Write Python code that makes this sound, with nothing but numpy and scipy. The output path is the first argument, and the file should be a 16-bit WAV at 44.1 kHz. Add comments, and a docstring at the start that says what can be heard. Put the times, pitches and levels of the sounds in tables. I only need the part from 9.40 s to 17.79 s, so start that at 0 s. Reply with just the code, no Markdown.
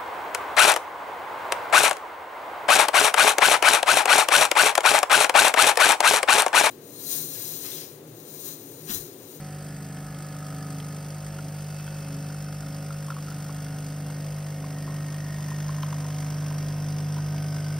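"""Small espresso machine, approached

A vibrating pump on 50 Hz mains drives a small espresso machine in a kitchen, heard ever closer.
The case hums in sines on multiples of the mains; each stroke shakes a rattle of shaped noise out of
the metal parts, and panels ring with it. The cup knocks and ticks on the drip tray in short decaying
tones, over a drone of filtered noise; the walls return a smeared share, unlike at the two ports."""
import sys
import numpy as np
from scipy import signal
from scipy.fft import rfft, irfft
from scipy.io import wavfile
from scipy.ndimage import uniform_filter1d

SR = 44100
rng = np.random.default_rng(int(sys.argv[2]) if len(sys.argv) > 2 else 0)


def unload_audio(sound):
    """Save the sound as a 16-bit wav file, at the path given as the first command line argument."""
    columns = np.transpose(np.atleast_2d(sound))
    # keep every value between -1 and 1, then stretch to whole-number steps
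    steps = np.round(np.clip(columns, -1, 1) * 32767)
    wavfile.write(sys.argv[1], SR, steps.astype(np.int16))


N = 369999

MAINS_HZ, FIRST_STROKE_S = 50.008, .0037
TIME = np.arange(N) / SR
TURNS = (TIME - FIRST_STROKE_S) * MAINS_HZ  # mains cycles, one stroke each
BINS = np.fft.rfftfreq(N + 1, 1 / SR)  # Hz
SLOW = np.arange(0, N + 441, 441) / SR  # a hundred moments a second, for slow curves

# The walk up to the machine. Each row: time in seconds, closeness (-1 turned away, 0 afar, 1 close by),
# rattle level in dB.
APPROACH = [(0, -0.69, -49.5), (.6, -0.52, -50.5), (1.1, -.2, -48), (2, -0.12, -48), (2.7, 0.07, -47.5),
            (3.4, -0.001, -49), (4, 0.093, -47.5), (4.7, .2, -48.5), (5.3, 0.34, -49.5), (5.8, .5, -48),
            (6.3, 0.73, -46.5), (6.9, 0.86, -47), (7.5, 0.95, -48.5), (8.4, 0.97, -47)]


def gain_of(db):
    """dB to gain."""
    return 10 ** (np.asarray(db) / 20)


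def evened(x):
    """Scales to rms 1."""
    return x / np.sqrt(np.mean(x ** 2) + 1e-20)


def curve(rows, axis):
    """One column of a table over time, a hundred values a second."""
    return np.interp(SLOW, [row[0] for row in rows], [row[axis] for row in rows])


def full(slow):
    """From a hundred values a second to one a sample."""
    return np.interp(TIME, SLOW, slow)


def drift(top_hz, count):
    """Slow chance of rms 1, one row each: twelve sines at random rates below top_hz."""
    share, start = rng.random((2, count, 12, 1))
    return np.sin(2 * np.pi * (top_hz * share * SLOW + start)).sum(1) / np.sqrt(6)


def coloured(x, rows, axis=1):
    """Filters by one dB column of a table over frequency."""
    log_hz = np.log([row[0] for row in rows])
    db = np.interp(np.log(BINS + 1), log_hz, [row[axis] for row in rows])
    return irfft(rfft(x, N + 1) * gain_of(db), N + 1)[..., :N]


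def ring(x, hz, width_hz):
    """A two-pole resonance; the wider it is, the sooner it dies."""
    r = np.exp(-np.pi * width_hz / SR)
    return signal.lfilter([1, 0, -1], [1, -2 * r * np.cos(2 * np.pi * hz / SR), r * r], x)


def heard(far_db, close_db, least=0):
    """Gain between the far and the close level; a least below 0 lets it go past the far level."""
    closeness = np.clip(curve(APPROACH, axis=1), least, 1)
    return gain_of(far_db + closeness * (close_db - far_db))


def lines(rows, level, waver_db, waver_rad, ahead_turns, start_rad):
    """Sines locked to the strokes, wavering slowly in level and phase, the strongest one least."""
    spread_rad = .16  # upper lines arrive spread over the stroke
    out, chance = 0, drift(1.5, count=2 * len(rows))
    for (multiple, far_db, close_db), level_drift, phase_drift in zip(rows, chance[::2], chance[1::2]):
        k = round(2 * multiple) / 2  # locked to the mains
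        loose = min(abs(k - 3) / 4.4, 1) + 0.29  # the strongest line is the steadiest
        least = -1 if k < 4 else 0  # the deepest also feel the turn
        gain = level * heard(far_db, close_db, least) * gain_of(waver_db * loose * level_drift)
        phase = start_rad + spread_rad * max(k - 6, 0) ** 2 + full(waver_rad * loose * phase_drift)
        out = out + full(gain) * np.cos(2 * np.pi * k * (TURNS + ahead_turns) + phase)
    return np.sqrt(2) * out


def hum():
    """The case hums on whole multiples of the mains; unequal strokes add half multiples."""
    # Hum of the case. Each row: multiple of the mains (taken to the nearest half), level in dB rms from
    # afar, level in dB rms from close by.
    whole = [(1.007, -58.5, -51.5), (2, -47, -41.5), (3, -35.0, -29), (4, -47.5, -45.5), (5, -63, -61.5),
             (5.96, -58.5, -63), (7.03, -64.5, -62), (7.944, -65.5, -57), (9.06, -61, -84.5),
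             (10.005, -64, -55.5), (10.89, -56, -60), (12.03, -64.5, -56.5), (13, -59.5, -60),
             (14, -66.5, -63.5), (15.025, -57, -57), (17.07, -74.5, -68), (18.1, -65.5, -65.5),
             (21.05, -71, -64), (25.01, -65.0, -59.5), (25.98, -65.5, -68), (29.24, -64.5, -65),
             (30.75, -73.5, -61.5), (36.77, -68.5, -63.5)]
    # Strong and weak strokes alternate and add lines halfway between. Each row: multiple of the mains,
    # level in dB from afar, level in dB from close by, both at a limp of 1.
    half = [(2.5, -52, -48), (3.5, -48.5, -52.5), (4.5, -87, -80), (5.5, -47.5, -47), (6.5, -84, -57.5),
            (7.5, -65.5, -62), (8.5, -63.5, -59.5), (13.5, -65.5, -56.5)]
    # How far odd strokes outdo even ones; it mostly holds, at times fades or swaps over.
    # Each row: time in seconds, alternation (1 usual, below 0 swapped).
    limping = [(0, 0.42), (.17, 0.2), (.33, 0.87), (.8, 0.59), (1.35, 1.17), (1.6, .6), (1.78, 0.057),
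               (1.92, 0.025), (2.07, -1.1), (2.22, 0.3), (2.45, -0.23), (2.74, 1.2), (2.95, 0.54),
               (3.08, -0.7), (3.32, 1.27), (3.66, -0.13), (3.82, 0.9), (4.1, 1.17), (4.75, 0.96),
               (5.0, -0.091), (5.2, 0.84), (5.6, 0.96), (5.88, .5), (6.08, 0.82), (6.38, 0.6), (6.65, 1.02),
               (8.4, 0.75)]
    limp = curve(limping, axis=1) + 0.13 * drift(7, count=1)[0]  # with a flutter below 7 Hz
    steady = lines(whole, 1, waver_db=1.5, waver_rad=.3, ahead_turns=0, start_rad=-2.4)
    return steady + lines(half, limp, waver_db=1.1, waver_rad=0.66, ahead_turns=0.463, start_rad=-4.0)


def strokes(rise_s, fall_s, steady, spread_db, grit_db, alike):
    """Noise that swells and dies with each stroke over a steady part; strokes differ in force and moment."""
    turns = TURNS + .125  # the shaking runs ahead of the hum's count
    which = np.floor(turns).astype(int) + 1
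    force, late = rng.standard_normal((which.max() + 1, 2)).T
    since_s = np.maximum((turns % 1) / MAINS_HZ - .0015 - 0.00068 * late[which], 0)
    swell = (1 - np.exp(-(since_s / rise_s) ** 2)) * np.exp(-since_s / fall_s)
    swell = swell * gain_of(spread_db * force[which])
    # parts chatter unevenly
    grit = gain_of(grit_db * evened(uniform_filter1d(rng.standard_normal(N), 24)))
    fresh = grit * rng.standard_normal(N)
    # a share of the shaking repeats from stroke to stroke and changes only slowly
    period = round(SR / MAINS_HZ)
    habit = uniform_filter1d(rng.standard_normal((which.max() + 1, period)), size=50, axis=0)
    habit = evened(habit[which, (turns % 1 * period).astype(int)])
    alike = np.clip(alike, 0, 1)
    return evened((steady + swell) * (np.sqrt(alike) * habit + np.sqrt(1 - alike) * fresh))


def rattle():
    """Broad chatter of loose metal, its colour shifting with distance, and panels ringing through it."""
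    # Colour of the rattle. Each row: frequency in Hz, relative level in dB from afar, in dB from close by.
    colours = [(514, -7, -29), (930, -4, 4), (1840, -3.5, -3), (2500, -10, -4.5), (3200, -4, -1.5),
               (3860, -10, -6.5), (4340, -3.5, -5), (5260, -4, 0.5), (6400, -2, -1), (7200, -3, -3),
               (7800, 0, -2), (8500, -1, -2), (9140, -2, -2.5), (10000, -12.5, -14.5), (10600, -9.5, -10),
               (15600, -9, -9.5)]
    # Panels that ring with the strokes, each loudest as the microphone passes it. Each row: pitch in Hz,
    # relative width in Hz, resting level in dB, loudest moment in seconds, span of the passing in seconds,
    # extra level at that moment in dB.
    panels = [(344, 75, -67.5, 0.24, 0.93, 10), (561, 147, -59, 4.8, 0.37, 7.5),
              (752.3, 44, -61, 2.7, 1, 0), (1021, 105, -66, 6.4, 1.3, 9),
              (1284, 105, -64.5, 1.1, 0.66, 11.5), (1440, 130, -62, 3.4, 1.2, 4),
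              (1520, 57, -70.5, 8, 0.74, 14.5), (1719, 54, -65, 0.84, 1.1, 8),
              (1837, 87, -67, 6.07, 0.94, 15), (2134, 79, -66, 7.1, 3.3, 5.5),
              (2602, 38, -69.5, 3.1, 2.2, 5.5), (2773, 54, -71.5, 4.5, 2.2, 6),
              (4676, 69, -67, 2.5, 0.9, 4.5), (4944, 220, -66, 8.1, 1, 9), (5370, 250, -65, 3.2, 0.65, 7.5),
              (5630, 440, -72, 7.7, 1.5, 13), (6394, 900, -70.5, 6.4, 0.68, 12),
              (8060, 160, -68.5, 0.55, 1, 7)]
    widen = 1.47  # each panel rings through two equal resonances, which narrows it
    chatter = strokes(rise_s=0.0023, fall_s=0.005, steady=0.16, spread_db=1.8, grit_db=1.64, alike=0.05)
    close = full(np.clip(curve(APPROACH, axis=1), -1, 1))
    far, near = coloured(chatter, colours, axis=1), coloured(chatter, colours, axis=2)
    out = full(gain_of(curve(APPROACH, axis=2))) * ((1 - close) * far + close * near) / far.std()
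    blows = strokes(rise_s=0.00081, fall_s=0.0029, steady=0.17, spread_db=0.8, grit_db=1.6, alike=0.59)
    for hz, width, db, loudest_s, span_s, extra_db in panels:
        passing_db = extra_db * np.exp(-((SLOW - loudest_s) / span_s) ** 2)
        drive = blows if hz < 3500 else chatter  # large panels take the blow, small parts the chatter
        ringing = ring(ring(drive, hz, widen * width), hz, widen * width)
        out += full(gain_of(db + passing_db)) * evened(ringing)
    return out


def taps(rows, rise_s, t60, gain_db, click_db, middle_hz):
    """Short rings of two modes with a soft start, and a click of contact."""
    out, t = np.zeros(N + 3000), np.arange(3000) / SR
    clicks = rng.standard_normal((len(rows), 3000)) * gain_of(click_db - 60 * t / 0.023)
    shape = (1 - np.exp(-(t / rise_s) ** 2)) * gain_of(-60 * t / t60)
    shape = shape / shape.max()
    for (start_s, db, hz), click in zip(rows, clicks):
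        partner_hz = 2 * middle_hz - hz  # the other mode lies across the middle
        tone = np.sin(2 * np.pi * hz * t) + 0.34 * np.sin(2 * np.pi * partner_hz * t)
        dull = uniform_filter1d(click, size=5)  # little above a few kHz
        at = round(start_s * SR)
        out[at:at + 3000] += gain_of(db + gain_db) * (shape * tone + dull)
    return out[:N]


def jiggles():
    """Rows of faint knocks by chance, each hundredth of a second a chance."""
    # More when the cup walks, and deeper as it fills. Each row: time in seconds, knocks per second,
    # middle pitch in Hz.
    walking = [(0, 4, 1370), (2.2, 6, 1370), (2.6, 18, 1410), (3.2, 8, 1390), (4, 22, 1330), (4.4, 4, 1310),
               (5.4, 8, 1100), (7, 22, 1030), (7.6, 6, 990), (8.4, 4, 970)]
    luck, moment = rng.random((len(SLOW), 2)).T
    force, tune = rng.standard_normal((len(SLOW), 2)).T
    step = SLOW[1]
    start_s = SLOW + step * moment
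    db = -44 + 1.5 * force  # before the trim of the knocks
    hz = curve(walking, axis=2) * (1 + .05 * tune)
    happens = (luck < curve(walking, axis=1) * step) & (SLOW < TIME[-1] - step)
    return np.transpose([start_s, db, hz])[happens].tolist()


def cup_knocks():
    """The cup knocks on the tray: dull rings that die within hundredths of a second."""
    # Clear knocks. Each row: start in seconds, level in dB before the trim, pitch in Hz.
    knocks = [(1.987, -31.5, 1410), (2.478, -35, 1470), (2.9, -37.5, 1440), (3.231, -38, 1430),
              (3.505, -31.5, 1360), (3.683, -34, 1080), (3.703, -25.5, 1380), (3.72, -33, 1320),
              (3.766, -32.5, 1130), (3.783, -36, 1140), (3.883, -35.5, 1340), (3.915, -35, 1400),
              (4.094, -36, 1120), (4.699, -37.5, 1440), (5.241, -34, 1070), (5.476, -33.5, 1070),
              (5.497, -37, 1060), (6.115, -31.5, 1015), (6.292, -28.5, 1060), (6.383, -38, 1010),
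              (6.432, -26, 1035), (6.527, -29, 980), (6.652, -35, 950), (6.826, -36.5, 1000),
              (7.111, -34, 999), (7.766, -33, 970), (7.784, -33.5, 990), (7.942, -37, 950)]
    return taps([*knocks, *jiggles()], rise_s=0.0011, t60=0.028, gain_db=-1.2, click_db=-7.5, middle_hz=1190)


def china_ticks():
    """Thin china ticks: higher and shorter rings, mostly click."""
    # Each row: start in seconds, level in dB before the trim, pitch in Hz.
    ticks = [(0.5711, -37, 3140), (0.7455, -38, 3210), (1.401, -30, 3090), (1.9869, -37, 2900),
             (2.3979, -35, 2600), (2.4768, -35, 3200), (2.6469, -38, 2600), (6.4313, -27, 3130),
             (7.7797, -34, 3100), (7.981, -31, 2980)]
    return taps(ticks, rise_s=0.00037, t60=0.021, gain_db=-8.5, click_db=7.9, middle_hz=2780)


def drone():
    """Low noise of case, water and kitchen, filtered to one colour and 1 dB stronger close by."""
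    # Colour of the drone. Each row: frequency in Hz, relative level in dB per Hz.
    colour = [(25, -22), (50, 7), (75, -3), (160, 6), (240, -4.5), (400, -4.5), (700, -6), (850, -12),
              (1300, -10.5), (2300, -15.5), (4000, -22)]
    far_db = -48
    return full(heard(far_db, far_db + 1.0)) * evened(coloured(rng.standard_normal(N), colour))


def from_walls(direct):
    """Sound from the walls: the phases of a short noise tail smear the direct sound."""
    # Each row: frequency in Hz, level in dB relative to the direct sound.
    share = [(50, -60), (150, -109), (300, -33), (500, -33), (1400, -21), (2100, -19.5), (2700, -8.5),
             (3700, -50), (4500, -2.5), (5100, -25), (6000, -2), (7200, -25.5), (8600, -1.5), (10500, -10),
             (13500, -7)]
    tail = rfft(rng.standard_normal(N) * gain_of(-60 * TIME / 0.062), N + 1)
    smeared = irfft(rfft(direct, N + 1) * tail / abs(tail), N + 1)[:N]  # phases scrambled, colour kept
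    return coloured(smeared, share)


def scene():
    """One direct sound for both ports, and a share from the walls with opposite sign at each."""
    direct = hum() + rattle() + cup_knocks() + china_ticks() + drone()
    walls = from_walls(direct)
    return np.array([direct + walls, direct - walls])


def record(dry):
    """The two microphone ports drift apart in phase in the treble; then the band limit."""
    # Each row: frequency in Hz, phase in radians by which the left port leads.
    ports = [(0, 0), (5200, .2), (6850, 2.95), (7600, 3.3), (9700, 6.15), (11500, 6.4), (13100, 9.2),
             (14000, 9.7), (15800, 12)]
    lead = np.interp(BINS, *np.transpose(ports)) * np.array([[.5], [-.5]])  # half to each port
    wet = irfft(rfft(dry, N + 1) * np.exp(1j * lead), N + 1)[:, :N]
    edge_hz = 15680
    lowpass = signal.firwin(1023, edge_hz, window=("kaiser", 9), fs=SR)
    return signal.oaconvolve(wet, lowpass[None], "same")


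dry = scene()
out = record(dry)
unload_audio(out)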